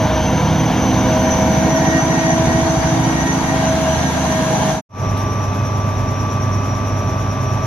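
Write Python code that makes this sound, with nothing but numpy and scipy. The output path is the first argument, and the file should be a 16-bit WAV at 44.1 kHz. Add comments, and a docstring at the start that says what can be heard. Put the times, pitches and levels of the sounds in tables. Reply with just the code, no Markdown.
"""Six-cylinder diesel of a big road milling machine on a paved yard, heard while walking past its side.
At about 1600 rpm unequal cylinders make the exhaust throb, combustion and valve blows rattle the
block and ring the covers, a hydraulic pump and gears whine, and air whistles through a narrow opening.
After a short fade to silence it is heard from the front at low idle, about 1000 rpm, with a steady
gear whine, softly chuffing air and one brief scuff."""
import sys
import numpy as np
from scipy import signal
from scipy.fft import rfft, irfft, next_fast_len
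from scipy.io import wavfile
from scipy.ndimage import uniform_filter1d, map_coordinates

SR = 44100
rng = np.random.default_rng(int(sys.argv[2]) if len(sys.argv) > 2 else 0)


def transcribe(u):
    """Save the signal u as a 16-bit wav file named by the first command-line argument.

    u: samples, shape (n,) or (channels, n), limited to [-1, 1]; the rate is SR.
    q: integer samples, one column per channel.
    """
    v = np.clip(np.atleast_2d(u).T, -1, 1)
    q = np.round(v * 32767).astype(np.int16)
    wavfile.write(sys.argv[1], SR, q)


N = 337806

# Raised engine speed, four-stroke cycles: time_s, cycle_hz
FAST_SPEED = [(0, 12.97), (0.3, 12.98), (0.7, 13.09), (1.05, 13.07), (1.5, 13.23), (2.0, 13.35),
              (2.5, 13.42), (3.0, 13.38), (3.5, 13.37), (4.0, 13.24), (4.7, 13.15)]
# Exhaust lines at raised speed: cycle_multiple, relative_db
DEEP_LINES = [(5, -33), (7, -34.5), (9, -24.5), (12, -30.5)]
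THROB_LINES = [(9, -30), (10, -24), (11, -22.5), (12, -24.5), (13, -22.5), (14, -33)]
BUZZ_LINES = [(6, -27.5), (18, -32), (19, -32), (20, -27)]
# Exhaust lines at idle: cycle_multiple, level_db
IDLE_LINES = [(10, -35.5), (12, -21.5), (13, -37), (15, -30.5), (16, -33.5), (19, -42), (22, -40),
              (30, -39), (31, -41), (33, -40.5), (38, -47.5)]
# Exhaust parts along the walk: time_s, level_db
DEEP_LEVEL = [(0, -19.5), (.9, -21), (1.45, -35), (2.15, -31), (2.85, -25), (3.5, -29), (4.3, -36)]
THROB_LEVEL = [(.9, -34), (1.55, -22), (2.35, -21.5), (3.0, -24), (3.7, -26.5), (4.7, -27.5)]
OFFBEAT_LEVEL = [(2.5, -42), (3.1, -28), (4.7, -27.5)]
DRONE_LEVEL = [(0, -26.5), (1.65, -23), (2.15, -49), (3, -31), (4.7, -27.5)]
# Injector and valve ticks, ringing steel, pump and gear tones along the walk: time_s, level_db
TICK_LEVEL = [(0, -35.5), (1.25, -37.5), (1.5, -41), (3.4, -44.5), (3.65, -39), (4.7, -40.5)]
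STEEL_LEVEL = [(2.5, -50), (3.5, -44.5), (3.9, -36.5), (4.7, -38)]
PUMP_WHINE_LEVEL = [(0, -21.5), (0.4, -30.5), (0.92, -33), (1.1, -21.5), (2.85, -23), (3.08, -32),
                    (3.38, -31), (3.72, -20), (3.94, -20.5), (4.1, -35), (4.3, -22.5), (4.7, -22.5)]
PUMP_HUM_LEVEL = [(0, -32), (0.6, -30), (1.35, -34.5), (1.8, -28.5), (1.95, -24.5), (2.85, -24.5),
                  (3.2, -28.5), (3.6, -36.5), (4.7, -34.5)]
GEAR_LEVEL = [(1.1, -51), (1.28, -42), (1.5, -49), (1.97, -33.5), (2.05, -49), (2.18, -38), (2.33, -38),
              (2.42, -54), (2.54, -39), (2.64, -50), (3.05, -46), (3.3, -35.5), (3.36, -46), (3.53, -38.5),
              (3.8, -53), (4.07, -41), (4.22, -54), (4.32, -39), (4.5, -51)]
# Resonances of covers and steel parts: centre_hz, half_width_hz, relative_db
FAST_COVER_MODES = [(788, 19, 4.5), (970, 47, 4), (1410, 9.4, -1.5), (1570, 100, -9.5), (2233, 190, -9.5),
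                    (2783, 14, -9)]
IDLE_COVER_MODES = [(1530, 170, 3), (2360, 180, -2), (3600, 420, -7)]
STEEL_MODES = [(1620, 32, 2), (2776, 29, -7.5), (3320, 91, -11), (4060, 140, -11)]
# Pump and gear tones at idle: pitch_hz, level_db
IDLE_TONES = [(201.3, -37.5), (402.6, -40.5), (582.5, -40.5), (603, -48), (631.5, -38.5), (648, -40),
              (1163.6, -30), (1263.4, -41.5), (2529, -48.5)]
# Noise spectra: frequency_hz, relative_db
RUMBLE_SPECTRUM = [(16, -80), (30, -46), (55, -5), (134, -4.5), (259, -1.5), (328, -4.5), (377, -14),
                   (460, -15.5), (750, -85)]
FAST_BLOCK_SPECTRUM = [(250, -13.5), (380, -10.5), (570, -10), (700, -2), (980, -6.5), (1280, -14.5),
                       (1650, -14.5), (1950, -19), (2500, -25), (3300, -22.5), (5500, -28), (7300, -76)]
IDLE_BLOCK_SPECTRUM = [(16, -70), (28, -33), (50, -1.5), (85, -3.5), (125, 1), (185, -5), (295, -11),
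                       (440, -14), (560, -14), (1020, -13), (1350, -23.5), (2000, -26), (2900, -30.5),
                       (5200, -43.5), (7000, -105)]
FAST_AIR_SPECTRUM = [(4000, 1.5), (5200, -14), (6900, 14), (8300, -7.5), (9400, 6), (12200, 4), (13000, -4),
                     (14000, -40)]
IDLE_AIR_SPECTRUM = [(4000, -12), (5200, 19.5), (6800, 16.5), (7500, 4.5), (8100, -13), (11600, 14.5),
                     (13000, -2.5), (14000, -20)]
# Stereo width of the noise: frequency_hz, side_minus_mid_db
NOISE_WIDTH = [(100, -18.5), (300, -13.5), (600, -11), (1300, -9.5), (3500, -5.5), (6000, -1.5), (9000, 9),
               (11500, -28)]
# Microphone balance: frequency_hz, left_minus_right_db
MIC_BALANCE = [(300, -1.97), (660, 1.3), (1200, 0.88), (2500, 0.61), (12000, -1.1)]


def exhaust(cycle, lines, scatter_turns, waver_db, blur_rad, rate_hz):
    """Unequal cylinders give lines at cycle multiples; low phase scatter bunches them into a chug."""
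    return sum(tone(round(order) * cycle + scatter_turns * rng.random(), db, waver_db, blur_rad, rate_hz)
               for order, db in lines)


def fast_exhaust(cycle):
    """Deep note, drone and firing buzz over a rumble; one throb a cycle, later in the walk two."""
    deep_lag_cycles, throb_lag_cycles, offbeat_lag_cycles = 0.345, 0.675, 1.125
    deep = exhaust(cycle - deep_lag_cycles, DEEP_LINES, 0.072, waver_db=4.5, blur_rad=0.04, rate_hz=6)
    deep = amp(curve(DEEP_LEVEL)) * unit(deep)
    throb = 0
    for level, lag in ((THROB_LEVEL, throb_lag_cycles), (OFFBEAT_LEVEL, offbeat_lag_cycles)):
        chug = exhaust(cycle - lag, THROB_LINES, 0.06, waver_db=0.7, blur_rad=0.04, rate_hz=1.9)
        throb += amp(curve(level)) * unit(chug)
    drone = tone(15 * cycle, curve(DRONE_LEVEL), waver_db=1, blur_rad=0.05, rate_hz=1.7)
    buzz = exhaust(cycle, BUZZ_LINES, 0.63, waver_db=4.5, blur_rad=0.058, rate_hz=2)
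    buzz = amp(walk_db(front_db=-24.5, side_db=-25.5, bay_db=2)) * unit(buzz)
    rumble_db = walk_db(-23, -24, 2.5) + 0.3 * np.cos(2 * np.pi * (cycle - throb_lag_cycles))
    blows = knocks(cycle, repeat=0.17, depth=0.4, decay=3.4, uneven_db=0.5)
    return deep + throb + drone + buzz + amp(rumble_db) * shaped(blows, RUMBLE_SPECTRUM)


def knocks(cycle, repeat, depth, decay, uneven_db, count=12, size=2048):
    """Combustion and valve blows, twelve a cycle; above the bass, part of the noise repeats each cycle."""
    lines = rfft(rng.standard_normal((2, size)))
    patterns = irfft(lines * (np.arange(lines.shape[1]) > 2 * count))
    repeating = np.array([np.interp(cycle % 1, np.arange(size) / size, p) for p in patterns])
    repeating *= np.sqrt(size * cycle[-1] / N)  # about the density of the free noise
    strength = amp(uneven_db * rng.standard_normal(count))[(cycle * count).astype(int) % count]
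    blows = strength * np.exp(-decay * (cycle * count % 1))
    return (white() + repeat * repeating) * (1 + depth * unit(blows))


def fast_clatter(cycle):
    """Blows shake the block and ring covers and steel parts; injectors and valves tick."""
    def blows():
        return amp(0.36 * wobble(25.05)) * knocks(cycle, repeat=0.5, depth=0.21, decay=1.9, uneven_db=4.5)

    block = amp(walk_db(-22.5, -23, -0.45)) * shaped(flicker(blows(), depth_db=2), FAST_BLOCK_SPECTRUM)
    covers = amp(walk_db(-28, -29.5, 2)) * spread(blows(), ringing(FAST_COVER_MODES))
    tick_response = ringing([(3010, 470, 1), (3680, 200, -4.5), (4600, 250, -16)])
    ticks = amp(curve(TICK_LEVEL)) * spread(flicker(blows(), depth_db=2.7), tick_response)
    steel = amp(curve(STEEL_LEVEL)) * spread(blows(), ringing(STEEL_MODES))
    boom = amp(walk_db(-29.5, -41.5, 1)) * spread(blows(), ringing([(509, 38, 0)]))
    return block + covers + ticks + steel + boom


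def idle_clatter(cycle):
    """Slower, more even blows on block and covers."""
    block = shaped(knocks(cycle, repeat=0.7, depth=0.11, decay=4.5, uneven_db=2.5), IDLE_BLOCK_SPECTRUM)
    cover_blows = knocks(cycle, repeat=0.24, depth=0.31, decay=1.7, uneven_db=5)
    return amp(-23.5) * block + amp(-42.5) * spread(cover_blows, ringing(IDLE_COVER_MODES))


def flicker(pair, depth_db):
    """Single pitches of the clatter flare and fade within hundredths of a second."""
    spectra = signal.stft(pair, nperseg=1024)[2]
    field = uniform_filter1d(rng.standard_normal(spectra.shape[1:]), size=3, axis=0)
    field = unit(uniform_filter1d(field, size=5, axis=1))
    return signal.istft(spectra * amp(depth_db * field), nperseg=1024)[1][:, :N]


def whine(turns, db, waver_db, blur_rad, rate_hz, side_db):
    """Machine tone whose reflections reach the two microphones differently."""
    side = tone(turns + rng.choice([-1, 1]) / 4, db + side_db, waver_db, blur_rad, rate_hz)
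    return tone(turns, db, waver_db, blur_rad, rate_hz) + np.array([side, -side])


def fast_pump(cycle, order=48.45, beat_hz=6.2, beat_db=1.25):
    """Hydraulic pump: a throbbing whine, with its fundamental humming an octave below."""
    turns = order * cycle
    whine_db = curve(PUMP_WHINE_LEVEL) + beat_db * np.cos(2 * np.pi * beat_hz * time_s())
    octave = whine(turns, whine_db, waver_db=1.4, blur_rad=0.13, rate_hz=24, side_db=-16)
    hum = whine(turns / 2, curve(PUMP_HUM_LEVEL), waver_db=2.2, blur_rad=0.06, rate_hz=7.34, side_db=-21)
    return octave + hum


def fast_gears(cycle, order=140.1):
    """Gear whine locked to the engine, heard in short flares."""
    return whine(order * cycle, curve(GEAR_LEVEL), waver_db=3, blur_rad=0.4, rate_hz=45, side_db=6)


def idle_pump_and_gears(engine_s):
    """Steady tones that follow the engine."""
    return sum(whine(hz * engine_s, db, waver_db=1.56, blur_rad=0.11, rate_hz=18, side_db=-7.5)
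               for hz, db in IDLE_TONES)


def whistle(centre_hz, half_width_hz, spacing_hz, bend_hz, squeak_db, wander_hz, flicker_db=9):
    """Air through a narrow opening: a hiss band and three unsteady squeaks that bend with pressure."""
    opening = ringing([(centre_hz, half_width_hz, 0)])
    sound = spread(white(), opening)
    for hz in (centre_hz - spacing_hz, centre_hz, centre_hz + spacing_hz):
        turns = np.cumsum(hz + bend_hz + wander_hz * wobble(20)) / SR
        flare = unit(amp(flicker_db * np.tanh(wobble(24))))
        blur_rad = np.array([wobble(40), wobble(40)])
        sound += amp(squeak_db) * opening(hz) * flare * np.sin(2 * np.pi * turns + blur_rad)
    return unit(sound)


def fast_air(cycle, rise_db_per_s=1.5):
    """Whistle, faint overtone and a hiss that grows as the side comes into view."""
    sing_db = walk_db(-31.5, -32.5, 2.5) + 1.3 * wobble(45)
    sing = whistle(6070, 235, spacing_hz=115, bend_hz=35 * wobble(8), squeak_db=0.5, wander_hz=25)
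    overtone = spread(white(), ringing([(11900, 230, -2), (12800, 640, -6)]))
    hiss_db = -48 + rise_db_per_s * time_s() + chuff_db(cycle, once_db=0.5, twice_db=0.5, lag_turns=0.29)
    hiss = shaped(white(), FAST_AIR_SPECTRUM)
    return amp(sing_db) * sing + amp(walk_db(-53.5, -62.5, 3.5)) * overtone + amp(hiss_db) * hiss


def idle_air(cycle, sag_hz_per_s=35):
    """Whistle and hiss chuff at nine strokes a second; the pitch slowly sags."""
    bend_hz = 22 * np.cos(stroke_rad(cycle, lag_turns=0.61)) - sag_hz_per_s * (time_s() - 5)
    sing_db = -39.5 + chuff_db(cycle, once_db=1, twice_db=2, lag_turns=0.25)
    sing = whistle(5820, 175, spacing_hz=140, bend_hz=bend_hz, squeak_db=1, wander_hz=18)
    hiss_db = -48 + chuff_db(cycle, once_db=2.5, twice_db=1, lag_turns=0.4)
    return amp(sing_db) * sing + amp(hiss_db) * shaped(white(), IDLE_AIR_SPECTRUM)


def chuff_db(cycle, once_db, twice_db, lag_turns):
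    """Level swing over each air stroke."""
    angle_rad = stroke_rad(cycle, lag_turns)
    return once_db * np.cos(angle_rad) + twice_db * np.cos(2 * angle_rad)


def stroke_rad(cycle, lag_turns, order=1.09):
    """Angle of an air stroke geared a little faster than the engine cycle."""
    return 2 * np.pi * (order * cycle - lag_turns)


def scuff(start_s=5.169, rise_s=0.0023, t60_s=0.28, db=-36):
    """Short gritty scuff, like a shoe on paving."""
    age_s = np.maximum(time_s() - start_s, 0)
    grit = shaped(white(), [(600, -30), (1800, 3), (3500, 8), (7500, -16), (12500, -1), (14000, -12)])
    return amp(db - 60 * age_s / t60_s) * (1 - np.exp(-age_s / rise_s)) * grit


def walk_db(front_db, side_db, bay_db, corner_s=2.02, ease_s=0.36, bay_s=1.53, bay_half_s=0.76):
    """Level before and after the front corner, plus a swell abreast of the engine bay."""
    round_corner = (1 + np.tanh((time_s() - corner_s) / ease_s)) / 2
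    abreast = np.exp(-((time_s() - bay_s) / bay_half_s) ** 2)
    return front_db + (side_db - front_db) * round_corner + bay_db * abreast


def widened(pair):
    """Treble comes from one place in front, from the machine's whole length along the side."""
    mid, side = (pair[0] + pair[1]) / 2, (pair[0] - pair[1]) / 2
    treble = filtered(side, lambda hz: along([(700, 0.85), (2000, 1)], hz))
    side = side + treble * (amp(walk_db(-10, 3.5, 10)) - 1)
    return np.array([mid + side, mid - side])


def tone(turns, db, waver_db, blur_rad, rate_hz):
    """Sine that wavers in level and phase."""
    peak = np.sqrt(2) * amp(db + waver_db * wobble(rate_hz))
    return peak * np.sin(2 * np.pi * turns + blur_rad * wobble(rate_hz))


def ringing(modes):
    """Response of resonances: centre_hz, half_width_hz, relative_db."""
    return lambda hz: np.sqrt(sum((amp(db) / (1 + ((hz - centre_hz) / half_width_hz) ** 2)) ** 2
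                                  for centre_hz, half_width_hz, db in modes))


def spread(pair, response):
    """Two noises filtered as mid and side; mid rms 1."""
    mid, side = filtered(pair, lambda hz: response(hz) * amp([0 * hz, along(NOISE_WIDTH, hz)]))
    return np.array([mid + side, mid - side]) / np.std(mid)


def shaped(pair, spectrum):
    """Stereo noise with a spectrum: frequency_hz, relative_db."""
    return spread(pair, lambda hz: amp(along(spectrum, hz)))


def filtered(x, response):
    """Apply a frequency response."""
    size = next_fast_len(N + SR // 10, True)
    return irfft(rfft(x, size) * response(np.fft.rfftfreq(size, 1 / SR)), size)[..., :N]


def wobble(rate_hz):
    """Smooth random curve."""
    knots = rng.standard_normal(1024)
    coarse_s = time_s()[::64]
    return np.interp(time_s(), coarse_s, map_coordinates(knots, [coarse_s * rate_hz], mode="wrap"))


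def along(points, hz):
    """Interpolate over log frequency."""
    points_hz, values = np.transpose(points)
    return np.interp(np.log(hz + 1), np.log(points_hz + 1), values)


def curve(points):
    """Interpolate over time."""
    return np.interp(time_s(), *np.transpose(points))


def white():
    return rng.standard_normal((2, N))


def time_s():
    return np.arange(N) / SR


def amp(db):
    return 10 ** (np.asarray(db) / 20)


def unit(x):
    """Scale to rms 1."""
    return x / np.sqrt(np.mean(x ** 2) + 1e-20)


def raised_speed():
    """About 1600 rpm; tones swell and fade as the listener walks through their beams."""
    cycle = np.cumsum(curve(FAST_SPEED)) / SR
    return fast_clatter(cycle) + fast_pump(cycle) + fast_gears(cycle) + fast_air(cycle) + fast_exhaust(cycle)


def low_idle(cycle_hz=8.31):
    """About 1000 rpm; deep, even exhaust drone under the gear whine."""
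    engine_s = time_s() + 0.00022 * wobble(1.5)  # the governor hunts slightly
    cycle = cycle_hz * (engine_s + 1)
    drone = exhaust(cycle, IDLE_LINES, scatter_turns=0.78, waver_db=0.5, blur_rad=0.53, rate_hz=5)
    return drone + idle_clatter(cycle) + idle_pump_and_gears(engine_s) + idle_air(cycle)


def scene():
    """Raised speed fades out; after a brief silence the idle fades in."""
    fade_out = np.interp(time_s(), [4.71, 4.79, 4.812], [1, 0.45, 0])
    fade_in = np.interp(time_s(), [4.89, 4.93, 5.04], [0, 0.1, 1])
    return fade_out * widened(raised_speed()) + fade_in * low_idle() + scuff()


def record(dry):
    """Two band-limited microphones of slightly unequal colour; the nearer left one hears earlier."""
    lead_s, lead_limit_hz, top_hz = 0.00009, 900, 13850
    balance = lambda hz: amp(np.outer([0.5, -0.5], along(MIC_BALANCE, hz)))
    lead = lambda hz: np.exp(2j * np.pi * np.outer([0.5, -0.5], np.minimum(hz, lead_limit_hz)) * lead_s)
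    return filtered(dry, lambda hz: balance(hz) * lead(hz) * (hz < top_hz))


dry = scene()
out = record(dry)
transcribe(out)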